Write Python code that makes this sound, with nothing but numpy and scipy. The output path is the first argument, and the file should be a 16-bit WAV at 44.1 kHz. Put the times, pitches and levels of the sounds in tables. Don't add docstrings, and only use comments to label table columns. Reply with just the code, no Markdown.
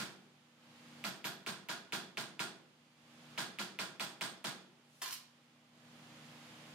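import sys
import numpy as np
from scipy import signal
from scipy.io import wavfile
from scipy.ndimage import uniform_filter1d

SR = 44100
rng = np.random.default_rng(int(sys.argv[2]) if len(sys.argv) > 2 else 0)


def linear_from_db(decibels):
    return 10 ** (np.asarray(decibels, float) / 20)


def digitize_waveform(pressure):
    field = np.atleast_2d(pressure).T
    bounded = np.clip(field, -1, 1)
    quanta = np.round(bounded * 32767).astype(np.int16)
    wavfile.write(sys.argv[1], SR, quanta)


N = 297234
TAIL = 30000
RING = TAIL // 3

# (time [s], level [dB], low head ring [dB], high head ring [dB], dry tock [dB])
BLOWS = [(-.012, -29.5, 4, -7, 3.5), (1.0404, -28.5, 2, 2.5, -2.5), (1.2429, -29, 1.5, 10, -1.5),
         (1.4637, -29.5, 3, -14, -1), (1.6872, -29.5, -9, -11.5, -2.5), (1.9232, -27.5, 3, -2, -2.5),
         (2.1721, -29.5, -2, -14, 2.5), (2.3936, -28, 4, -9, 1), (3.377, -27, 2, -2, -3),
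         (3.587, -29, -2, -16, 0), (3.7889, -28.5, 3, -12, 3), (3.9976, -28, 4, 0.5, 0),
         (4.2104, -28, 3, -5, -0.5), (4.4426, -28, 1.5, -4, -7.5)]
# (time [s], level [dB], brightness [dB])
TOUCHES = [(5.0172, -54.5, -9), (5.0192, -48.5, 1.5), (5.027, -50.5, -3), (5.039, -54, -10),
           (5.050, -63, -6), (5.059, -51, -8), (5.077, -64.5, 13.5), (5.108, -62, 11), (5.126, -64.5, 16.5),
           (5.129, -62.5, 12), (5.137, -74.5, 17)]
# (frequency [Hz], level over click [dB], T60 [s])
TOCK_MODES = [(1420, 9, 0.011), (2453, 12.5, 0.0022), (3470, 13, 0.0135)]
# (frequency [Hz], level over click [dB], T60 [s])
ARM_MODES = [(155, 3, .06), (190, 7, .06), (345, 1, .05), (662, -1, .04), (812, -2, .04), (968, -2, .04),
             (1045, -2, .03), (3390, -4, .02)]
# (frequency [Hz], level over click [dB], T60 [s])
JAW_MODES = [(1259, 0.75, 0.087), (1330, 2.1, 0.038), (1408, 4.2, 0.076), (1445, 4.6, 0.097),
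             (1603, 2.57, 0.027)]
# (frequency [Hz], level over click [dB], T60 [s])
HEAD_MODES = [(8152, 7, .035), (12975, 15, .055)]
# (frequency [Hz], level over click [dB], T60 [s])
BENCH_MODES = [(1020, 2, .03), (1670, 3, 0.043), (3100, -7, .012), (4330, -7, 0.0065), (11100, -3, 0.048),
               (11770, 2, 0.072), (12300, 13, .04)]
# (frequency [Hz], density [dB per Hz])
ROOM_COLOUR = [(30, -29), (80, -27), (130, -1.5), (200, -3), (300, -5), (500, -7), (1000, -5.5),
               (1600, -3.5), (2200, -4.5), (4500, -2.5), (6500, -9.5), (9000, -11), (12000, -17),
               (15500, -16)]
# (frequency [Hz], T60 [s])
ROOM_T60 = [(50, 0.63), (120, 0.34), (300, 0.9), (1000, .46), (3000, 0.44), (7000, 0.36), (15000, 0.23)]
# (frequency [Hz], likeness [0-1])
ROOM_LIKENESS = [(60, 0.3), (130, 0.5), (250, 0.78), (550, 0.73), (1100, 0.67), (2000, 0.021), (15000, .01)]
# (frequency [Hz], left minus right [dB])
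ROOM_BALANCE = [(60, -11), (180, -0.5), (550, -0.5), (1650, -2), (4970, -3.5), (15000, -7.5)]
# (frequency [Hz], density [dB per Hz])
AIR_COLOUR = [(18, -71), (30, -58), (97, -17), (133, -11), (192, -5), (237, -5.5), (389, -16.5), (505, -5),
              (606, -24.5), (787, -11), (1870, -13.5), (2990, -13.5), (8060, -26), (15500, -40)]
# (frequency [Hz], likeness [0-1])
AIR_LIKENESS = [(60, 0.89), (180, 1), (550, 0.85), (1650, 0.082), (4970, 0.0064), (15000, 0.21)]
# (frequency [Hz], left minus right [dB])
AIR_BALANCE = [(60, -2), (240, -1), (950, -1.0), (3770, -3), (15000, -6.5)]
# (frequency [Hz], width [Hz], level [dB rms])
HUM = [(118.8, 3.1, -73), (149.8, 2.0, -63), (239.8, 0.95, -60), (314, 4.6, -71), (506, 1.67, -73),
       (800, 4, -75), (875, 5.5, -78)]
EDGES_HZ = 28 * 2 ** np.arange(0, 9.6, .5)


def mallet(rooms):
    thump_db, thump_per_s_db = -3.7, -0.58
    jaw_db, jaw_follows_tock = -2.5, .1
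    knock_db = -11
    out = np.zeros((2, N))
    soft_face = signal.butter(2, [1850, 3200], "band", fs=SR, output="sos")
    knock = signal.butter(2, [1000, 6000], "band", fs=SR, output="sos")
    for s, level_db, low_ring_db, high_ring_db, tock_db in BLOWS:
        head = louder(HEAD_MODES[:1], low_ring_db) + louder(HEAD_MODES[1:], high_ring_db)
        jaw = louder(JAW_MODES, jaw_db + jaw_follows_tock * tock_db)
        ringing = struck(ARM_MODES + jaw + head, spread_db=2.5)
        body = shelf(ringing, 470, "low", thump_db + thump_per_s_db * s)
        contact = np.roll(struck(TOCK_MODES, spread_db=2.0), 14)
        tock = signal.sosfilt(soft_face, contact) + linear_from_db(knock_db) * signal.sosfilt(knock, contact)
        direct = linear_from_db(tock_db) * tock
        add(out, s - .0003, linear_from_db(level_db) * tick())
        add(out, s, linear_from_db(level_db - 8.6) * heard(body, linear_from_db(17.5) * direct, rooms, pan_db=-2.5))
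    return out


def tick():
    level_db, t60_s = -11.5, .0035
    t = np.arange(300) / SR
    envelope_db = level_db + 1.5 * rng.standard_normal() - 60 * t / t60_s
    crackle = rng.standard_normal((2, 300)) * linear_from_db(envelope_db)
    bright = signal.butter(2, [7000, 16000], "band", fs=SR, output="sos")
    return signal.sosfilt(bright, crackle + crackle[::-1] / 2)


def struck(modes, spread_db):
    hz, level_db, t60_s = np.array(modes).T[:, :, None]
    t = np.arange(RING) / SR
    hit_db = level_db + spread_db * rng.standard_normal(hz.shape)
    height = linear_from_db(hit_db) * 2 * np.log(1000) / (t60_s * SR)
    out = np.sum(height * linear_from_db(-60 * t / t60_s) * np.cos(2 * np.pi * hz * t), axis=0)
    out[0] = 1
    return out


def louder(modes, db):
    return [(hz, level_db + db, t60_s) for hz, level_db, t60_s in modes]


def laying_down(rooms):
    boom_hz, boom_db = 342, -8.5
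    out = np.zeros((2, N))
    weightless = signal.butter(4, 850, "high", fs=SR, output="sos")
    for s, level_db, bright_db in TOUCHES:
        contacts = rng.standard_normal(1000) * (rng.random(1000) < .3)
        rattle = contacts * linear_from_db(-60 * np.arange(1000) / SR / .03)
        clatter = np.convolve(struck(BENCH_MODES, spread_db=1.5), rattle)[:RING]
        boom = signal.lfilter(*signal.iirpeak(boom_hz, 4.0, fs=SR), clatter)
        body = signal.sosfilt(weightless, clatter) + linear_from_db(boom_db) * boom
        body = shelf(body, 6500, "high", bright_db)
        direct = linear_from_db(34.0) * shelf(body, 9500, "high", -22.0)
        add(out, s, linear_from_db(level_db) * heard(body, direct, rooms, pan_db=-2.0))
    return linear_from_db(-10) * out


def rustle():
    land_s, rise_s, level_db = 5.017, 0.11, -70
    ahead_s = land_s - np.arange(N) / SR
    cloth = signal.butter(2, [2600, 11000], "band", fs=SR, output="sos")
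    swish = signal.sosfilt(cloth, rng.standard_normal((2, N)))
    return linear_from_db(level_db) * rms_one(swish) * (ahead_s > 0) / (1 + (ahead_s / rise_s) ** 4)


def heard(source, direct, rooms, pan_db):
    left_lag = 2
    shares = rms_one(rng.standard_normal(4)) / 2
    tail, early = [np.tensordot(shares, versions, axes=1) for versions in rooms]
    early[0, left_lag], early[1, 0] = 1, 1
    wet = signal.fftconvolve(tail, source[None], axes=1)[:, :TAIL]
    near = top_cut(signal.fftconvolve(early, direct[None], axes=1))
    near = near * linear_from_db(pan_db * np.array([[.5], [-.5]]))
    wet[:, :near.shape[1]] += near
    return wet


def near_surfaces(per_s=900, echo_db=-10, t60_s=0.13):
    t = np.arange(4000) / SR
    arrives = (rng.random((2, 4000)) < per_s / SR) * (t > .002)
    return arrives * rng.standard_normal((2, 4000)) * linear_from_db(echo_db - 60 * t / t60_s)


def workshop(build_s=0.0021, high_build_s=0.0092, low_build_cycles=0.39, room_db=-3):
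    clot_db, clot_s = 2.5, .05
    t, out = np.arange(TAIL) / SR, 0
    white = rng.standard_normal((2, 2, TAIL))
    for hz, pair in stereo_bands(white, ROOM_COLOUR, ROOM_LIKENESS, ROOM_BALANCE):
        fill_s = build_s + low_build_cycles / hz + high_build_s * hz / 8000
        out = out + pair * (1 - np.exp(-t / fill_s)) * linear_from_db(-60 * t / at_hz(ROOM_T60, hz))
    clots = rms_one(uniform_filter1d(rng.standard_normal(TAIL), size=160))
    out = out * linear_from_db(clot_db * clots * np.exp(-t / clot_s))
    return top_cut(out) / np.sqrt(np.mean(out[:, :2000] ** 2)) * linear_from_db(room_db)


def background():
    air_db, swing_db, slip_rad = -55, 1.6, .3
    lead_rad = 0.11 * np.array([[1], [-1]])
    t = np.arange(N) / SR
    white = rng.standard_normal((2, 2, N))
    air = sum(pair for hz, pair in stereo_bands(white, AIR_COLOUR, AIR_LIKENESS, AIR_BALANCE))
    out = linear_from_db(air_db) * rms_one(top_cut(air))
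    for hz, width_hz, level_db in HUM:
        r = np.exp(-2 * np.pi * width_hz / SR)
        waver = signal.lfilter([1], [1, -2 * r, r * r], rng.standard_normal((2, N + SR)))[:, SR:]
        swing, slip = waver / waver.std(axis=1, keepdims=True)
        phase = 2 * np.pi * hz * t + slip_rad * slip + lead_rad
        out += np.sqrt(2) * linear_from_db(level_db + swing_db * swing) * np.sin(phase)
    return out * linear_from_db(gain_db())


def gain_db():
    open_db, duck_db = -0.67, -12
    duck_s, hold_s, release_s = 0.13, 0.57, 0.23
    t = np.arange(N) / SR
    hits_s = np.array([row[0] for row in BLOWS + TOUCHES])
    since_s = t - hits_s[np.searchsorted(hits_s, t) - 1]
    held_db = duck_db * np.exp(-np.maximum(since_s - hold_s, 0) / release_s)
    r = np.exp(-1 / (duck_s * SR))
    return open_db + np.maximum(held_db, signal.lfilter([1 - r], [1, -r], held_db))


def stereo_bands(white, colour, likeness, balance):
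    for k, (low, high) in enumerate(zip(EDGES_HZ, EDGES_HZ[1:])):
        band = signal.butter(2, [low, high], "band", fs=SR, output="sos")
        mid, side = signal.sosfilt(band, white[k % 2])
        hz = np.sqrt(low * high)
        alike = np.clip(at_hz(likeness, hz), 0, 1)
        pair = np.sqrt(1 + alike) * mid + np.sqrt(1 - alike) * side * [[1], [-1]]
        yield hz, pair * linear_from_db(at_hz(colour, hz) + at_hz(balance, hz) * np.array([[.5], [-.5]]))


def at_hz(points, hz):
    table_hz, value = np.array(points).T
    return np.interp(np.log(hz), np.log(table_hz), value)


def rms_one(x):
    return x / np.sqrt(np.mean(x ** 2) + 1e-20)


def shelf(x, hz, kind, db):
    return x + (linear_from_db(db) - 1) * signal.lfilter(*signal.butter(1, hz, kind, fs=SR), x)


def top_cut(x):
    return signal.sosfilt(signal.cheby2(10, 40, 15750 + 500, fs=SR, output="sos"), x)


def add(out, s, sound):
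    start = round(s * SR)
    first = max(start, 0)
    part = sound[:, max(-start, 0):N - start]
    out[:, first:first + part.shape[1]] += part


def scene():
    rooms = [np.array([paths() for _ in range(4)]) for paths in (workshop, near_surfaces)]
    return mallet(rooms) + laying_down(rooms) + rustle() + background()


def roll_off(x):
    return signal.sosfilt(signal.butter(12, 16570, fs=SR, output="sos"), x)


def record(dry):
    mix = .12 * np.tanh(dry / 0.13)
    return roll_off(mix)


dry = scene()
out = record(dry)
digitize_waveform(out)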